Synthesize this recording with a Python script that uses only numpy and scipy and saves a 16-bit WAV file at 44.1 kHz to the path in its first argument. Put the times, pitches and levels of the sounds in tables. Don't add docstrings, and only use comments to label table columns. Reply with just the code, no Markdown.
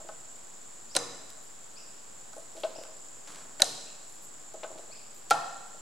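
import sys
import numpy as np
from scipy import signal
from scipy.fft import rfft, irfft
from scipy.io import wavfile

SR = 44100
rng = np.random.default_rng(int(sys.argv[2]) if len(sys.argv) > 2 else 0)


def unload_wav(signal):
    wavfile.write(
        sys.argv[1],
        SR,
        np.round(np.clip(np.atleast_2d(signal).T, -1, 1) * 32767).astype(np.int16),
    )


def attenuation_scalar(level_db):
    decades = np.asarray(level_db, float) / 20
    return 10 ** decades


N = 256203


def on_log(table, hz):
    f, v = np.transpose(table)
    return np.interp(np.log(np.maximum(hz, 1)), np.log(f), v)


def unit(x):
    return x / np.sqrt(np.mean(x ** 2))


def colour(x, table):
    gain = attenuation_scalar(on_log(table, np.fft.rfftfreq(len(x), 1 / SR)))
    return irfft(rfft(x) * gain, len(x))


def band(x, lo_hz, hi_hz):
    edges = [lo_hz, min(hi_hz, .45 * SR)]
    return signal.sosfilt(signal.butter(2, edges, "band", fs=SR, output="sos"), x)


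def add(out, s, x, pan_db):
    i = max(int(s * SR), 0)
    x = x[:N - i]
    out[:, i:i + len(x)] += x * attenuation_scalar(np.array([[pan_db], [-pan_db]]) / 2)


# t/s, peak level/dB, centre f/Hz, spread/octaves
TOUCHES = [(0.0878, -40.5, 3000, 0.81), (.0955, -48, 8500, .4), (.3596, -48, 8000, 1.1),
           (0.9679, -51, 4400, 0.89), (1.302, -39, 6800, 0.63), (2.3316, -41, 5900, 0.56),
           (2.362, -51, 8000, .8), (2.3815, -42, 9250, 0.13), (2.5676, -43, 3500, 0.31),
           (2.604, -54, 11000, .5), (2.8095, -52, 3980, 1.1), (2.8305, -46, 9000, 0.73),
           (2.851, -49, 2970, 0.13), (4.539, -42, 9000, 0.84), (4.9721, -45, 4540, .6)]
# t/s, peak level/dB, centre f/Hz
GRAZES = [
    (0.9514, -20, 6000),
    (0.9595, -26, 5400),
    (3.5974, -31.5, 2180),
    (3.6028, -27, 10000),
    (3.6158, -34, 5000),
    (5.3014, -28, 8000),
]
# t/s, peak level/dB, centre f/Hz, spread/octaves, t60 at 4 kHz/ms
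SLIPS = [
    (0.9648, -11.5, 6450, 0.45, 36),
    (0.9656, -15, 5100, 1.23, 29),
    (2.6343, -28, 3350, 0.39, 35),
    (2.642, -38, 3230, 0.85, 78),
    (3.6195, -3.05, 6540, 0.76, 20),
    (4.6326, -35, 3050, 0.61, 60),
    (5.308, -10.5, 6370, 1.1, 12),
    (5.3111, -17.5, 3980, 0.9, 63),
]


def contacts():
    touches = [(*r, 18, -.3) for r in TOUCHES]
    grazes = [(*r, 1, 25, -8) for r in GRAZES]
    slips = [(*r, 2.1) for r in SLIPS]
    return sorted(touches + grazes + slips)


def jaws(count=64):
    dull_hz, rise_s, wet_db = 12800, 0.000067, .5
    near, walls = np.zeros((2, N)), np.zeros((2, N))
    t = np.arange(SR // 18) / SR
    events = contacts()
    draws = rng.random((len(events), 2, count, 1))
    for (s, peak_db, centre_hz, spread, t60_ms, pan_db), (place, phase) in zip(events, draws):
        hz = 1200 + 15000 * ((np.arange(count)[:, None] + place) / count) ** 1.3
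        gain = np.exp(-.5 * (np.log2(hz / centre_hz) / spread) ** 2 - (hz / dull_hz) ** 3)
        decay = np.exp(-np.log(1000) * t * 1000 / (t60_ms * (4000 / hz) ** .5))
        x = np.sum(gain * decay * np.sin(2 * np.pi * (hz * t + phase)), axis=0)
        x *= 1 - np.exp(-t / rise_s)
        x *= attenuation_scalar(peak_db) / np.abs(x).max()
        pulse = np.cos(2 * np.pi * hz * (t[:64] - t[32]))
        even = np.sum(gain * (4000 / hz) ** .25 * pulse, axis=0) * np.hanning(64)
        add(near, s, x, pan_db)
        add(walls, s, even * np.linalg.norm(x) / np.linalg.norm(even), 0)
    return np.array([near, walls * attenuation_scalar(wet_db)])


def strikes(events, modes, scatter_db, detune, pan_db, wet_db=0):
    wall_ring = 0.42
    hz, db, t60 = (c[:, None] for c in np.transpose(modes))
    near, walls = np.zeros((2, N)), np.zeros((2, N))
    t = np.arange(SR // 4) / SR
    octaves = np.log2(hz / hz[np.argmax(db)])
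    draws = rng.standard_normal((len(events), 3, len(modes), 1))
    for (s, peak_db, tilt_db, rise_ms, ring), (level, shift, sign) in zip(events, draws):
        gain = np.sign(sign) * attenuation_scalar(db + tilt_db * octaves + scatter_db * level)
        tones = gain * np.sin(2 * np.pi * hz * (1 + detune * shift) * t)
        fade = -np.log(1000) * t / (t60 * ring)
        x = np.sum(tones * np.exp(fade), axis=0) * (1 - np.exp(-t * 1000 / rise_ms))
        x *= attenuation_scalar(peak_db) / np.abs(x).max()
        blur = np.sum(tones * np.exp(fade / wall_ring), axis=0)
        blur *= 1 - np.exp(-t * 1000 / rise_ms / wall_ring)
        blur = band(blur, hz.min() * 0.73, hz.max() * 2.1)
        add(near, s, x, pan_db)
        add(walls, s, blur * np.linalg.norm(x) / np.linalg.norm(blur), 0)
    return np.array([near, walls * attenuation_scalar(wet_db)])


# t/s, peak level/dB, tilt/(dB per octave), rise/ms, ring time factor
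SNAPS = [
    (.9645, -10.5, 9.5, 0.33, 1.3),
    (3.6205, -1.5, 3, 0.32, 0.54),
]
# f/Hz, level/dB, t60/s
PIN_MODES = [(1710, -24.5, 0.013), (4004, -13, 0.016), (8800, -17, 0.0055)]


def pin():
    first_try_until_s, first_try_db = 1.2, 2
    near = strikes(SNAPS, PIN_MODES, 0, 0, -3.5)[0]
    first_try = np.arange(N) < first_try_until_s * SR
    walls = band(near, 3760, 4200) * attenuation_scalar(-10.5 + first_try_db * first_try)
    return np.array([near, walls])


# t/s, length/s, rms level/dB, low edge f/Hz, high edge f/Hz
RUBS = [(0.352, .03, -62, 4000, 13000), (1.292, 0.035, -60, 2520, 13900), (1.423, .06, -64, 7000, 13000),
        (2.334, 0.12, -60.5, 5000, 11600), (2.552, 0.19, -57, 2500, 11000),
        (2.756, 0.12, -57.5, 1000, 10600), (3.268, 0.19, -52.5, 1500, 10100),
        (3.269, 0.26, -54.5, 152, 1810), (4.09, 0.11, -61, 6950, 11900), (4.218, 0.059, -58, 7000, 14300),
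        (4.774, .05, -59, 2000, 10000), (4.699, 0.15, -54, 346, 890), (2.701, 0.27, -61.5, 360, 890),
        (5.143, 0.068, -64, 10000, 14500)]


def rubs():
    out = np.zeros((2, N))
    for s, length, db, lo_hz, hi_hz in RUBS:
        u = np.linspace(0, 1.5, int(length * SR))
        slips = rng.standard_normal(SR // 2) * attenuation_scalar(3.7 * rng.exponential(size=SR // 2))
        slips = band(band(slips[:len(u)], lo_hz, hi_hz), lo_hz / 2, hi_hz)
        swell = np.minimum(u / 0.056, 1) * np.exp(-(u / 1.31) ** 4)
        add(out, s, unit(slips) * attenuation_scalar(db) * swell, 0)
    return np.array([out, out])


# t/s, peak level/dB, tilt/(dB per octave), rise/ms
BUMPS = [
    (.0, -44, -4, 8.1),
    (.045, -42.5, -24, 8),
    (.089, -32, 1.5, 3.8),
    (1.376, -48.5, 3, 2.3),
    (2.332, -46, 9, 2.5),
    (2.364, -37.5, -11.5, 16),
    (2.55, -44, -21, 5.6),
    (2.568, -37, -18, 28),
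    (4.542, -34.5, -12, 4),
    (5.745, -44.5, -12, 3),
]
# t/s, peak level/dB, tilt/(dB per octave), rise/ms
PRESSES = [(2.635, -25, -7, 14), (2.646, -23.5, -6.5, 8.2), (2.717, -48, -15, 7), (2.757, -39, -12, 6.9),
           (2.785, -36.5, -13, 2.8), (2.812, -36.5, -13, 6), (2.85, -42, 5, 4), (4.632, -30, -6, 6.6),
           (4.643, -28.5, -4.5, 6.2), (4.702, -38, -17, 3.5), (4.715, -39, -15, 4.6),
           (4.755, -45, -18, 9.3), (4.775, -43.5, -12, 6.8), (4.792, -41, -18, 3.6), (4.897, -44, -3, 2.7)]
# f/Hz, level/dB, t60/s
CASTING_MODES = [(340, -21.5, 0.045), (480, -1, 0.017), (551, -6, 0.043), (626, -1.5, 0.057),
                 (659.2, -5.5, 0.09), (815, 3, 0.023), (1076, -10.5, 0.053), (1300, -2, 0.026),
                 (1500, -8, 0.047)]


def casting():
    loose_ring, held_ring = 1.7, 0.75
    loose = [(*r, loose_ring) for r in BUMPS]
    held = [(*r, held_ring) for r in PRESSES]
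    iron = strikes(loose, CASTING_MODES, 0.47, 0.012, 1, wet_db=-1.6)
    return iron + strikes(held, CASTING_MODES, 1.7, 0.015, 3, wet_db=-1.6)


# t/s, peak level/dB, tilt/(dB per octave), rise/ms, ring time factor
JERKS = [
    (.953, -27, -4, 3.7, 1),
    (.9665, -17.5, 0, 0.75, 0.44),
    (3.599, -25.5, 0, 9.5, 0.9),
    (3.622, -23.5, -2, 2.4, 0.47),
    (3.628, -23.5, -1, 9.1, 0.26),
]
# f/Hz, level/dB, t60/s
HANDLE_MODES = [(354, -7, 0.039), (528, -14, 0.025), (599, 4, 0.05), (742, -12, 0.18), (1000, -1.5, 0.039),
                (1407, -4, 0.056), (1812, -8, 0.072)]


def handles():
    return strikes(JERKS, HANDLE_MODES, 1.5, 0.056, 4.5, wet_db=1)


# t/s, peak level/dB, tilt/(dB per octave), rise/ms, ring time factor
KNOCKS = [
    (5.3083, -11.5, 6, 1, 1.93),
    (5.3128, -10, 5.5, 0.47, 0.42),
]
# f/Hz, level/dB, t60/s
BENCH_MODES = [(324, -13.5, 0.09), (454, -5, 0.02), (542, -5.5, 0.037), (686, -4.5, 0.12),
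               (815, -3.5, 0.058), (960, -24, 0.14), (1190, -19, 0.0094), (1337, -7, 0.051),
               (1384, -5, 0.049), (1665, -12.5, 0.018), (2420, -29, 0.038)]


def bench():
    return strikes(KNOCKS, BENCH_MODES, 0.71, 0.0026, 0, wet_db=0.6)


# t/s, peak level/dB, tilt/(dB per octave), rise/ms, ring time factor
THUMPS = [
    (.968, -39.5, 0.5, 17, 0.9),
    (3.626, -47.5, -1, 6.2, 2.7),
    (5.312, -40, -2.5, 3.6, 0.92),
]
# f/Hz, level/dB, t60/s
FRAME_MODES = [(122.9, -9.5, 0.29), (167, -8, 0.32), (226, -8, 0.18), (300, 0.5, 0.26), (468.6, -6, 0.75)]


def frame():
    near = strikes(THUMPS, FRAME_MODES, 1.5, 0.039, 0)[0]
    return np.array([near, near])


# f/Hz, t60/s
SHED_T60 = [(100, 0.54), (500, 0.88), (1300, 0.97), (4000, 0.98), (8000, 0.72), (13000, 0.43)]
# f/Hz, level/dB
SHED_COLOUR = [(100, 18.5), (500, 6), (1300, 8), (2500, 3.5), (4000, 5), (6000, 4), (8500, 5), (11000, 3.5),
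               (15000, -2)]
SHED_DB = -11


def shed(x):
    wall_s, wall_db, side_db = .0235, -16, -6.5
    t = np.arange(SR) / SR
    edges = 70 * 2 ** np.arange(0, 8.2, .25)
    noise = rng.standard_normal((2, SR))
    tail = np.zeros((2, SR))
    for lo, hi in zip(edges, edges[1:]):
        tail += band(noise, lo, hi) * attenuation_scalar(on_log(SHED_COLOUR, lo) - 60 * t / on_log(SHED_T60, lo))
    early = 3.2 * (1 - np.exp(-t / 0.0013))
    late = 1 / (1 + np.exp((wall_s - t) / 0.0021))
    tail *= early + late
    tail *= attenuation_scalar(SHED_DB) / np.sqrt(np.sum(tail[0] ** 2))
    clutter = noise[1] * np.exp(-((t - wall_s) / 0.0011) ** 2)
    tail[0] += attenuation_scalar(wall_db) * band(clutter / np.linalg.norm(clutter), 5500, 10000)
    mid, side = signal.fftconvolve(x.mean(axis=0)[None], tail, axes=1)[:, :N]
    side = attenuation_scalar(side_db) * side
    return np.array([mid + side, mid - side])


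# t/s, length/s, start f/Hz, upper partial level/dB, level/dB of the fundamental an octave down
CHIRPS = [
    (0.887, 0.049, 4350, -51, -72),
    (1.747, .046, 4250, -50.5, -53),
    (2.737, 0.04, 4380, -51, -53),
    (3.852, 0.033, 4200, -59, -51),
    (4.899, 0.04, 3980, -51.5, -50.5),
]


def bird():
    rise_octaves, bend = 0.53, 1.5
    out = np.zeros((2, N))
    for s, length, start_hz, db, low_db in CHIRPS:
        u = np.linspace(0, 1, int(length * SR))
        phase = 2 * np.pi * np.cumsum(start_hz * 2 ** (rise_octaves * u ** bend)) / SR
        partials = attenuation_scalar(db) * np.sin(phase) + attenuation_scalar(low_db) * u ** 1.46 * np.sin(phase / 2)
        flutter = 1 + .3 * np.sin(2 * np.pi * 170 * u * length)
        add(out, s, np.sin(np.pi * u ** 1.6) * partials * flutter, 4.5)
    return out


# t/s, level/dB
CHORUS = [(0.0, -50), (1.13, -51), (1.36, -51.5), (2.832, -52), (3.11, -49.5), (3.56, -51.5), (3.79, -49.5),
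          (4.12, -51.5), (4.69, -51), (5.21, -52), (5.5, -51), (5.81, -51.5)]
# f/Hz, width/Hz, level/dB
TYMBAL = [(7310, 296, -7.5), (7825, 180, -12), (6913, 410, -12.5), (7750, 1230, -13)]


def insects(count=8):
    out = np.zeros((2, N))
    for k, (rate, side) in enumerate(rng.random((count, 2))):
        hz, width, db = TYMBAL[k % len(TYMBAL)]
        gaps = SR / (370 + 160 * rate) * (1 + .25 * rng.standard_normal(4000))
        at = np.cumsum(gaps)
        inside = at < N
        clicks = np.bincount(at[inside].astype(int), rng.standard_normal(4000)[inside], N)
        whine = unit(band(clicks, hz - width / 2, hz + width / 2))
        out += attenuation_scalar(db) * whine * (1 + 0.47 * (2 * side - 1) * np.array([[1], [-1]]))
    s, db = np.transpose(CHORUS)
    return unit(out) * attenuation_scalar(np.interp(np.arange(N) / SR, s, db))


# f/Hz, level/dB per Hz
AIR = [(20, -5), (60, -14.5), (125, -2), (300, -3), (870, -2.5), (1570, -6.5), (2140, -11.5), (4000, -11),
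       (5850, -10), (9100, -15), (12000, -19.5), (14700, -30.5), (16500, -14)]
# f/Hz, side minus mid level/dB
AIR_SIDE = [(60, -13), (110, -14), (200, -1.5), (380, 2.5), (700, 3.5), (1290, -3), (2380, -2), (4400, -5),
            (8120, -1), (15000, -1.5)]


def air():
    mid, side = (colour(rng.standard_normal(N), AIR) for _ in range(2))
    side = colour(side, AIR_SIDE)
    return attenuation_scalar(-55.5) / np.std(mid) * np.array([mid + side, mid - side])


def scene():
    song = bird()
    outdoors = insects() + air()
    near, walls = jaws() + pin() + rubs() + casting() + handles() + bench() + frame()
    wet = shed(walls + song * attenuation_scalar(2 - SHED_DB))
    return near + song + wet + outdoors


def roll_off(x):
    return signal.sosfilt(signal.butter(12, 16470, fs=SR, output="sos"), x)


def record(dry):
    full, top_hz, offset = .86, 15700, -.0035
    top = signal.ellip(8, .2, 60, top_hz, fs=SR, output="sos")
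    mix = signal.sosfilt(top, np.clip(dry, -full, full)) + offset
    return roll_off(mix)


dry = scene()
out = record(dry)
unload_wav(out)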